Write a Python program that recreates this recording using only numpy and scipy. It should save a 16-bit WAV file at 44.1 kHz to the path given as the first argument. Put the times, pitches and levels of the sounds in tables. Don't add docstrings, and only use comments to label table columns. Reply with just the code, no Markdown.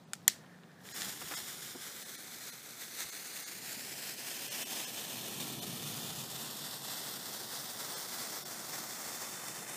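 import sys
import numpy as np
from scipy import signal
from scipy.fft import rfft, irfft
from scipy.io import wavfile
from scipy.ndimage import uniform_filter1d, map_coordinates

SR = 44100
rng = np.random.default_rng(int(sys.argv[2]) if len(sys.argv) > 2 else 0)


def rack_gain(trim_db):
    fader = np.asarray(trim_db, float)
    return 10 ** (fader / 20)


def bounce(signal):
    frames = np.transpose(np.atleast_2d(signal))
    limited = np.clip(frames, -1, 1)
    pcm = np.round(limited * 32767).astype(np.int16)
    wavfile.write(sys.argv[1], SR, pcm)


N = 430416
TIME = np.arange(N) / SR
SHORT = TIME[:8192]

# t/s, level/dB
ROAD_LEVEL = [(0, -64), (.42, -59.5), (.62, -64.5), (1.1, -59.5), (2.5, -65.5), (3.3, -67), (3.9, -59.5),
              (4.5, -69), (7.5, -60), (8.2, -61.5), (9.76, -58.5)]
# f/Hz, level/dB
ROAD_TONE = [(12, -71), (20, -42), (32, -37), (54, -21), (136, 4.5), (236, 3.5), (300, -14.5), (390, -39),
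             (660, -120)]
# f/Hz, level/dB
GARDEN_TONE = [(150, -15.5), (250, -7.5), (400, -8), (1000, -13.5), (1800, -19), (2500, -23.5), (3750, -22),
               (14600, -35.5), (15400, -28)]
GARDEN_DB = -61
# f/Hz, width/Hz, level/dB, lead/s
EXHAUST = [
    (139, 26, -53, -0.36),
    (238, 26, -56, 0.17),
]
CAR_DB, CAR_PASS_S, CAR_NEAR_S, CAR_FALL = -49, 5.75, 0.38, 1.4
WHINE_DB, WHINE_LEAD_S = -50.5, 0.23
HUM_DB, ROAR_DB = -69.5, -12.5
FAN_HZ, FAN_WIDTH_HZ, FAN_DB, FAN_HIDDEN_S = 173.4, 33, -62, 1.3

# t/s, peak level/dB, tail minus peak/dB, body thud minus peak/dB
LIGHTER_CLICKS = [
    (0.1335, -28.5, -18.5, -18.5),
    (0.279, -11.5, -19, -29),
    (1.0187, -31, -20, -24),
]
# f/Hz, level/dB, time to fall 60 dB/s
CATCH_RINGS = [(1560, -6, .008), (2200, -17, .005), (3140, -10, .005), (3730, -8, .006), (4550, -9, .005),
               (5300, -16, 0.0037), (6780, 0.5, .004), (7600, -1, .003), (8410, 0, .004), (10670, -8, .004),
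               (12480, -15, .004), (14000, -19, .004)]
# f/Hz, level/dB, time to fall 60 dB/s
TRIGGER_RINGS = [(1880, -14, .01), (3400, -13, 0.0056), (3900, -19, .005), (4310, -15, .005),
                 (5000, -19, 0.008), (6350, -17, .004), (7140, -1, 0.0037), (8000, -12, .004),
                 (8450, -9, .005), (9440, -11, 0.0044), (11000, -16, .004), (11950, -13, 0.004),
                 (13050, -9, .004), (13840, -13, .004)]
# f/Hz, level/dB, time to fall 60 dB/s
RELEASE_RINGS = [(1750, -8, .01), (2900, -6, 0.0045), (3500, -4, .004), (4230, -8, .004), (5160, -4, .003),
                 (6810, -1, 0.0036), (8070, -9, .003)]
# f/Hz, level/dB
CLICK_TAIL_TONE = [(700, -28), (1800, -3.5), (2600, -8), (4500, -3), (7500, -4.5), (10500, -12),
                   (15400, -16)]
# f/Hz, level/dB
GAS_TONE = [(800, -9.5), (1300, -4), (1800, 2.5), (2100, -9.5), (2500, -18.5)]
GAS_DB = -64.5

# t/s, peak level/dB, f/Hz, time to fall 60 dB/s, grit share
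FOOTSTEPS = [(0.197, -54, 194, 0.096, 0.57), (0.281, -43, 378, 0.035, .3), (0.439, -50, 167, 0.064, 0.41),
             (1.062, -55, 80, .12, 0.077), (1.066, -38, 184, 0.079, 0.23), (1.215, -41, 260, 0.045, 0.87),
             (1.24, -51, 75, .1, 0), (1.31, -34, 300, 0.04, 0.46), (1.318, -31.5, 310, 0.046, 0.41),
             (1.334, -43, 1410, 0.045, 0.98), (1.415, -54, 85, .1, 0.081), (1.747, -32, 248, 0.045, 0.14),
             (1.751, -34, 364, 0.05, .1), (2.965, -44, 450, .03, 0), (3.045, -52, 80, 0.092, 0),
             (3.049, -42.5, 190, 0.068, 0), (3.769, -40, 234, 0.058, .1), (7.408, -42, 369, 0.083, 0.4)]
MIC_LOW_HZ = 95

# t/s, hiss level/dB
FLAME_LEVEL = [(0.76, -75), (0.83, -64), (0.86, -51.5), (0.91, -52.5), (0.94, -45), (1.0, -41),
               (1.4, -44.5), (2.0, -46.5), (2.7, -51.5), (3.3, -45.5), (4.2, -44), (4.7, -41.5), (5.4, -44),
               (6.2, -42.5), (7.5, -46.0), (9.0, -44.5), (9.76, -46)]
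# t/s, rise/dB
FLARE_UPS = [(1.26, 1), (1.32, 3.5), (2.04, 2), (2.44, 6.5), (2.78, 4), (2.88, 2.5), (2.96, 6.5),
             (3.64, 1.5), (3.82, 1.5), (4.24, 1), (4.49, 2.5), (4.66, 0.5), (4.96, 0), (5.38, 2.5),
             (6.88, 3.5), (7.02, 1.5), (7.24, 1), (7.32, 4), (7.52, 5.5), (7.76, 4.5), (7.88, 3),
             (7.98, 1.5), (8.1, 3), (8.18, 2.5), (8.3, 1.5), (8.7, 3.5), (9.04, 2.5), (9.22, 2),
             (9.54, 2.5)]
# t/s, dip/dB
JET_LULLS = [(1.08, 2.5), (1.16, 5.5), (1.24, 5.5), (1.58, 4), (1.78, 5.5), (1.92, 2), (3.24, 1.5),
             (3.6, 3.5), (4.16, 4), (4.379, 3), (4.92, 3.5), (5.8, 0), (6.12, 1), (6.26, 2.5), (6.34, 2.0),
             (6.54, 3), (6.8, 4.5), (8.44, 2), (9.43, 1.5), (9.65, 3.5)]
FLARE_RISE_S, FLARE_FADE_S, LULL_S = 0.039, 0.054, 0.03
# f/Hz, level/dB
HISS_TONE = [(150, -14.5), (300, -4.5), (1000, -1.76), (1800, -0.8), (2600, -2.5), (3100, -1), (3500, -3),
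             (4200, -1), (6000, -1.5), (7200, -2.06), (8500, -2.5), (10500, -6), (13000, -4), (15400, -6)]
TREBLE_STEADY = 0.12
# t/s, peak level/dB, f/Hz
SPARK_POPS = [(0.209, -56, 6000), (0.2175, -52, 2200), (0.228, -54, 11000), (0.248, -55, 3990),
              (0.4375, -47, 1410), (0.463, -48, 1730), (0.5872, -48, 1600), (0.635, -43, 1780),
              (0.641, -45, 1500), (0.716, -48.5, 2500), (0.8057, -49, 1810), (0.8546, -42, 1700),
              (0.875, -41, 2600), (0.8889, -35, 2200), (0.891, -43, 3000), (0.913, -37, 2430),
              (0.947, -39.5, 1600), (0.9605, -37, 1710), (1.0123, -27, 4030), (1.0925, -33, 6990),
              (1.2755, -31, 1850), (1.3138, -28, 2100), (1.3385, -29, 1490), (1.342, -33, 1500),
              (2.025, -35, 3500), (2.7084, -33, 6650), (3.054, -32, 4290), (3.176, -38, 3000),
              (3.39, -40, 3000), (4.9783, -28, 3200), (4.996, -31, 4000), (5.212, -29, 6590),
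              (6.3604, -35, 3440), (6.886, -33, 6000), (7.257, -28, 5470), (8.113, -35, 4710),
              (8.4724, -33, 5210), (8.734, -35, 6250), (9.667, -32.5, 1950)]
# t/s, peak
# level/dB
GRAIN_SNAPS = [(0.8544, -34), (0.889, -32), (0.9064, -34), (0.9123, -38), (0.9218, -33), (1.0202, -22),
               (1.1651, -32), (1.7665, -35), (2.6073, -35), (2.7346, -35), (2.8246, -33), (3.6283, -32),
               (3.7614, -31), (3.8501, -28), (3.9554, -29), (4.1057, -34), (4.1758, -30), (4.231, -28),
               (4.2833, -28), (4.313, -31), (4.6741, -29), (4.9324, -32), (5.1691, -28), (5.3008, -32),
               (5.3077, -34), (5.8408, -30), (5.8755, -29), (5.951, -25), (5.9672, -28), (6.1914, -28),
               (6.4921, -33), (6.6412, -25), (6.7783, -32), (6.808, -29), (6.8521, -28), (6.8984, -31),
               (6.9506, -31), (7.009, -31), (7.1271, -27), (7.5083, -27), (7.6261, -28), (7.664, -29),
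               (7.8524, -32), (8.0768, -30), (8.1624, -27), (8.3815, -31), (8.685, -26), (8.7112, -32),
               (8.7427, -29), (8.8841, -35), (8.9733, -30), (8.99, -27), (9.0879, -26), (9.1338, -28),
               (9.223, -29), (9.3782, -30), (9.4366, -30), (9.6709, -33), (9.7172, -33), (9.7215, -32)]
SNAP_DB, SNAP_PUSH_S, SNAP_PULL_S = -3, .00003, 0.00013
TICKS_PER_S, TICK_SIZE, TICK_SCATTER_DB, TICK_TOP_DB = 500, 1.7, 2.2, 5
HOLLOW_HZ, HOLLOW_WIDTH_HZ, HOLLOW_SHARE, HOLLOW_FROM_S = 3536, 140, .8, 5.8

# t/s, delay/ms
LITTER_DETOUR = [(.9, .545), (1.4, .575), (1.75, .548), (2.15, .492), (2.6, .49), (3.05, .48), (3.4, .457),
                 (3.8, .408), (4.15, .368), (4.4, .33), (4.7, .312), (4.85, .29), (5.05, .248), (5.6, .23),
                 (5.9, .22), (6.25, .184), (6.6, .168), (7.5, .141), (8.3, .136), (8.9, .129), (9.76, .107)]
# t/s, litter share/0-1, soil share/0-1, extra detour to the soil/ms
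BED_VIEW = [(1.3, 0.2, 0, .09), (1.7, 0.28, 0, 0.092), (2.2, 0.24, 0.16, .09), (2.6, 0.23, 0.1, .1),
            (3.1, 0.26, 0.04, 0.11), (3.8, 0.29, 0.12, 0.11), (4.3, 0.17, 0.14, 0.089),
            (4.7, 0.18, 0.13, 0.058), (5.1, 0.13, 0.24, 0.076), (5.5, 0.22, 0.21, .08),
            (6.2, 0.13, 0.25, .072), (6.7, 0.11, .27, .07), (7.8, 0.16, 0.25, 0.064),
            (8.6, 0.26, 0.17, 0.06), (9.2, 0.29, 0.1, 0.055), (9.76, 0.39, 0.1, .055)]
# extra detour/ms, share of the flame's own detour, strength, heard from/s, until/s
STONE_ECHOES = [(.47, .55, .07, 5.9, 9.9), (.89, 0, .05, 7.8, 9.6), (.3, 1, .05, 2.1, 3.3),
                (1.47, 0, .065, 5.9, 9.3), (1.16, 0, .06, 3.6, 5.6), (.3, 1, .04, 1.1, 1.9),
                (.07, 0, .05, 5.0, 6.0), (.15, 1, .03, 5.0, 6.5), (1.09, 0, .09, 9.2, 9.9),
                (1.08, 0, .06, 6.3, 7), (.12, 0, .05, .8, 4), (.265, 0, .03, .8, 3),
                (.36, 0, -.07, 1.9, 3.6), (.3, .9, -.04, 6, 8), (.86, 0, -.08, 3.7, 5.3),
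                (1.92, 0, .09, 9.1, 9.9), (1.79, 0, -.08, 9.2, 9.9), (.43, 0, .05, 2.1, 3.3),
                (1.08, 0, -.06, 1.5, 2.8), (.62, 0, .04, 4, 4.7)]
# t/s, delay/ms, strength
FENCE_ECHO = [(.8, 1.45, .03), (1.9, 1.37, .04), (3, 1.41, .07), (3.6, 1.46, .06), (4, 1.57, .09),
              (5, 1.63, .08), (5.7, 1.66, .1), (6.3, 1.64, .07), (6.8, 1.64, 0), (8.8, 1.68, .02),
              (9.4, 1.65, .1), (9.76, 1.65, .11)]
TURN_S = .25
LEAVES, LEAF_SHARE, LEAF_MS, LEAF_RATE = 10, .018, (1.0, 3.5), 1.3
BASS_DB, BASS_DB_PER_MS = 1, -11
CLOSE_DB, AWAY_S = 4.5, 1.3

# f/Hz, sharpness, share
HOUSING_RINGS = [(740, 7, .25)]
TOP_HZ = 15280
# f/Hz, level against the mean tone/dB
ROUNDING_STEP = [(0, -14), (5000, -5), (9000, 1), (15500, 3)]
ODD_FRAMES = {3: 6, 44: 13, 64: 11, 83: 5, 96: 11.5, 102: 11.5, 118: 12.5, 146: 12, 162: 12, 211: 12, 218:
              13, 228: 11, 263: 11.5, 369: 4, 373: 11, 396: 13, 6: -50, 7: -50, 13: -50, 14: -50}


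def unit(x):
    return x / np.sqrt(np.mean(x ** 2))


def curves(table):
    s, *columns = np.transpose(table)
    return [np.interp(TIME, s, c) for c in columns]


def colour(x, points):
    hz, db = np.transpose(points)
    f = np.fft.rfftfreq(len(x), 1 / SR) + 1e-3
    gain = rack_gain(np.interp(np.log(f), np.log(hz), db, -120, -120))
    return unit(irfft(rfft(x) * gain, len(x)))


def band(x, order, hz, kind):
    return signal.sosfilt(signal.butter(order, hz, kind, fs=SR, output="sos"), x)


def walk(rate):
    k = int(SR / rate)
    held = np.repeat(rng.standard_normal(N // k + 1), k)
    return unit(uniform_filter1d(held, k)[:N])


def add(out, s, sound):
    i = int(s * SR)
    out[i:i + len(sound)] += sound[:N - i]


def burst(hz, width, t60, rise):
    edges = np.clip([hz / (1 + width), hz * (1 + width)], 30, 16000)
    noise = band(rng.standard_normal(len(SHORT)), 2, edges, "band")
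    sound = noise * (1 - np.exp(-SHORT / rise)) * 1000. ** (-SHORT / t60)
    return sound / np.abs(sound).max()


def late(x, ms, order=3):
    return map_coordinates(x, [np.arange(N) - ms * SR / 1000], order=order)


def car(db, pass_s):
    return rack_gain(db) * (1 + ((TIME - pass_s) / CAR_NEAR_S) ** 2) ** (-CAR_FALL / 2)


def hum(hz, width_hz):
    ring = signal.iirpeak(hz, hz / width_hz / 1.5, fs=SR)
    return unit(signal.lfilter(*ring, signal.lfilter(*ring, rng.standard_normal(N))))


def ground_bass_db():
    close = np.clip((AWAY_S - TIME) / 0.42, 0, 1)
    return BASS_DB + BASS_DB_PER_MS * curves(LITTER_DETOUR)[0] + CLOSE_DB * close


def background():
    road_gain = np.hypot(rack_gain(curves(ROAD_LEVEL)[0]), car(CAR_DB, CAR_PASS_S))
    out = road_gain * colour(rng.standard_normal(N), ROAD_TONE)
    upper = unit(band(rng.standard_normal(N), 2, [240, 420], "band"))
    slow_flame_db = uniform_filter1d(curves(FLAME_LEVEL)[0], size=22050)
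    roar = rack_gain(slow_flame_db + ground_bass_db() + ROAR_DB)
    whine = car(WHINE_DB, CAR_PASS_S - WHINE_LEAD_S)
    out += rack_gain(-4.0) * np.sqrt(rack_gain(HUM_DB) ** 2 + roar ** 2 + whine ** 2) * upper
    for hz, width, db, lead in EXHAUST:
        out += car(db, CAR_PASS_S - lead) * hum(hz, width)
    fan_heard = np.clip((FAN_HIDDEN_S - TIME) / 0.33, 0, 1)
    out += rack_gain(FAN_DB) * fan_heard * hum(FAN_HZ, FAN_WIDTH_HZ)
    return out + rack_gain(GARDEN_DB + 0.91 * walk(12)) * colour(rng.standard_normal(N), GARDEN_TONE)


def lighter():
    out, thuds, t = np.zeros(N), np.zeros(N), SHORT
    push = np.exp(-((t[:300] - .0012) / 0.00054) ** 2)
    rattle = 2.3 * 1000. ** (-t / 0.019)
    fence = 0.132 * np.exp(-((t - .021) / 0.0014) ** 2)
    fade = (rattle + fence + 0.17 * 1000. ** (-t / 0.26)) * np.clip(t / 0.0007 - 1, 0, 1)
    all_rings = (CATCH_RINGS, TRIGGER_RINGS, RELEASE_RINGS)
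    for (s, db, tail_db, thud_db), rings in zip(LIGHTER_CLICKS, all_rings):
        snap = np.zeros(len(t))
        for hz, ring_db, t60 in rings:
            swell = np.convolve(push, 1000. ** (-t / t60))[:len(t)]
            snap += rack_gain(ring_db) * np.sin(2 * np.pi * (hz * t + rng.random())) * swell
        add(thuds, s, rack_gain(db + 10.5 + thud_db) * burst(1050, 0.34, 0.012, 0.00053))
        tail = colour(rng.standard_normal(len(t)), CLICK_TAIL_TONE) * fade
        add(out, s - .0006, rack_gain(db + 8.0) * (snap / np.abs(snap).max() + rack_gain(tail_db) * tail))
    burning = np.interp(TIME, [.28, .3, .85, 1.0], [0, 1, 1, 0])
    out += burning * rack_gain(GAS_DB + 1.5 * walk(30)) * colour(rng.standard_normal(N), GAS_TONE)
    return thuds + band(out, 3, 1400, "high")


def steps():
    out, t = np.zeros(N), SHORT
    for s, db, hz, t60, grit in FOOTSTEPS:
        thump = 1.32 * np.sin(2 * np.pi * hz * t) * (1 - np.exp(-t / 0.003)) * 1000. 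** (-t / t60)
        thump += .4 * burst(hz, 0.53, t60, 0.0031)
        crunch = 2.8 * grit * burst(1000, 0.93, t60, 0.0037)
        add(out, s, rack_gain(db - 4.0) * (thump + crunch))
    return band(out, 1, MIC_LOW_HZ, "high")


def burning_db():
    db, = curves(FLAME_LEVEL)
    age = TIME[:22050]
    flare = np.minimum(age / FLARE_RISE_S, 1) * np.exp(-np.maximum(age - FLARE_RISE_S, 0) / FLARE_FADE_S)
    for s, rise_db in FLARE_UPS:
        add(db, s, rise_db * flare)
    lull = np.exp(-((TIME[:8820] - .1) / LULL_S) ** 2)
    for s, dip_db in JET_LULLS:
        add(db, s - .1, -dip_db * lull)
    return db


def sparkler():
    hiss_db = burning_db()
    lit = np.clip((TIME - .76) / 0.066, 0, 1)
    grains = rng.standard_normal(N) * rack_gain(2.0 * rng.standard_normal(N))
    ticks = rng.random(N) < TICKS_PER_S / SR
    tick_db = np.minimum(TICK_SCATTER_DB * rng.exponential(size=N), TICK_TOP_DB)
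    grains += ticks * TICK_SIZE * rack_gain(tick_db)
    flicker = rack_gain(0.77 * walk(25) + 0.99 * walk(90) + 0.86 * walk(400))
    hiss = colour(grains, HISS_TONE) * flicker
    top = signal.sosfiltfilt(signal.butter(2, 9500, "high", fs=SR, output="sos"), hiss)
    hiss += top * (rack_gain(TREBLE_STEADY * (uniform_filter1d(hiss_db, size=17640) - hiss_db)) - 1)
    out = lit * rack_gain(hiss_db + 1.05) * unit(hiss)
    for s, db, hz in SPARK_POPS:
        crack = np.sin(2 * np.pi * hz * SHORT) * np.exp(-SHORT * hz / 0.6)
        add(out, s, rack_gain(db) * (1.1 * crack + 0.49 * burst(hz, 0.95, 0.0092, 0.00027)))
    t = TIME[:64] - .0001
    pull = (t > 2 * SNAP_PUSH_S) * np.exp(-t / SNAP_PULL_S)
    snap = np.exp(-(t / SNAP_PUSH_S) ** 2) - 0.34 * pull
    for s, db in GRAIN_SNAPS:
        add(out, s - .0001, rack_gain(db + SNAP_DB) * snap)
    out = band(out, 2, MIC_LOW_HZ, "high")
    hollow = signal.lfilter(*signal.iirpeak(HOLLOW_HZ, HOLLOW_HZ / HOLLOW_WIDTH_HZ, fs=SR), out)
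    return out + HOLLOW_SHARE * np.clip(TIME / HOLLOW_FROM_S, .3, 1) * hollow


def over_soil(x):
    litter_ms, = curves(LITTER_DETOUR)
    litter, soil, depth_ms = curves(BED_VIEW)
    low = signal.sosfiltfilt(signal.butter(1, 1200, fs=SR, output="sos"), x)
    x = x + (rack_gain(ground_bass_db()) - 1) * low
    dull = signal.lfilter([.9], [1, -.3], x)
    mirrors = litter * late(dull, litter_ms + .006 * walk(6))
    mirrors += soil * late(dull, litter_ms + depth_ms)
    for extra_ms, share, strength, s, until in STONE_ECHOES:
        heard = np.clip(np.minimum(TIME - s, until - TIME) / TURN_S + .5, 0, 1)
        mirrors += strength * heard * late(dull, extra_ms + share * litter_ms, order=1)
    for ms in rng.uniform(*LEAF_MS, size=LEAVES):
        mirrors += LEAF_SHARE * walk(LEAF_RATE) * np.roll(dull, int(ms * SR / 1000))
    fence_ms, fence = curves(FENCE_ECHO)
    mirrors += fence * late(dull, fence_ms, order=1)
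    return (x + mirrors) / np.sqrt(1 + litter ** 2 + soil ** 2)


def camera_rounding(x):
    hop, lead = 941, 200
    n, k = np.arange(2 * hop), np.arange(hop)
    window = np.sin(np.pi * (n[:, None] + .5) / (2 * hop))
    tones = np.cos(np.pi / hop * np.outer(n + .5 + hop / 2, k + .5))
    basis = window * tones * np.sqrt(2 / hop)
    padded = np.pad(x, (hop + lead, 3 * hop))
    frames = n + hop * np.arange(len(padded) // hop - 1)[:, None]
    lines = padded[frames] @ basis
    usual = rack_gain(np.interp(k * SR / (2 * hop), *np.transpose(ROUNDING_STEP)))
    step = usual * np.sqrt(uniform_filter1d(lines ** 2, size=201)) + 1e-9
    for frame, db in ODD_FRAMES.items():
        step[frame] = rack_gain(db) * np.sqrt(np.mean(lines[frame, 20:640] ** 2))
    rounded = np.sign(lines) * np.floor(np.abs(lines) / step + .4) * step
    out = np.zeros(len(padded))
    np.add.at(out, frames, rounded @ basis.T)
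    return out[hop + lead:][:N]


def scene():
    mono = background() + lighter() + steps() + over_soil(sparkler())
    return np.tile(mono, (2, 1))


def band_limit(x):
    return signal.sosfilt(signal.butter(12, 16640, fs=SR, output="sos"), x)


def record(dry):
    heard = dry[0].copy()
    for hz, sharpness, share in HOUSING_RINGS:
        heard += share * signal.lfilter(*signal.iirpeak(hz, sharpness, fs=SR), dry[0])
    cut = signal.sosfilt(signal.ellip(10, .2, 40, TOP_HZ, fs=SR, output="sos"), heard)
    mix = np.tile(camera_rounding(cut), (2, 1))
    return band_limit(mix)


dry = scene()
out = record(dry)
bounce(out)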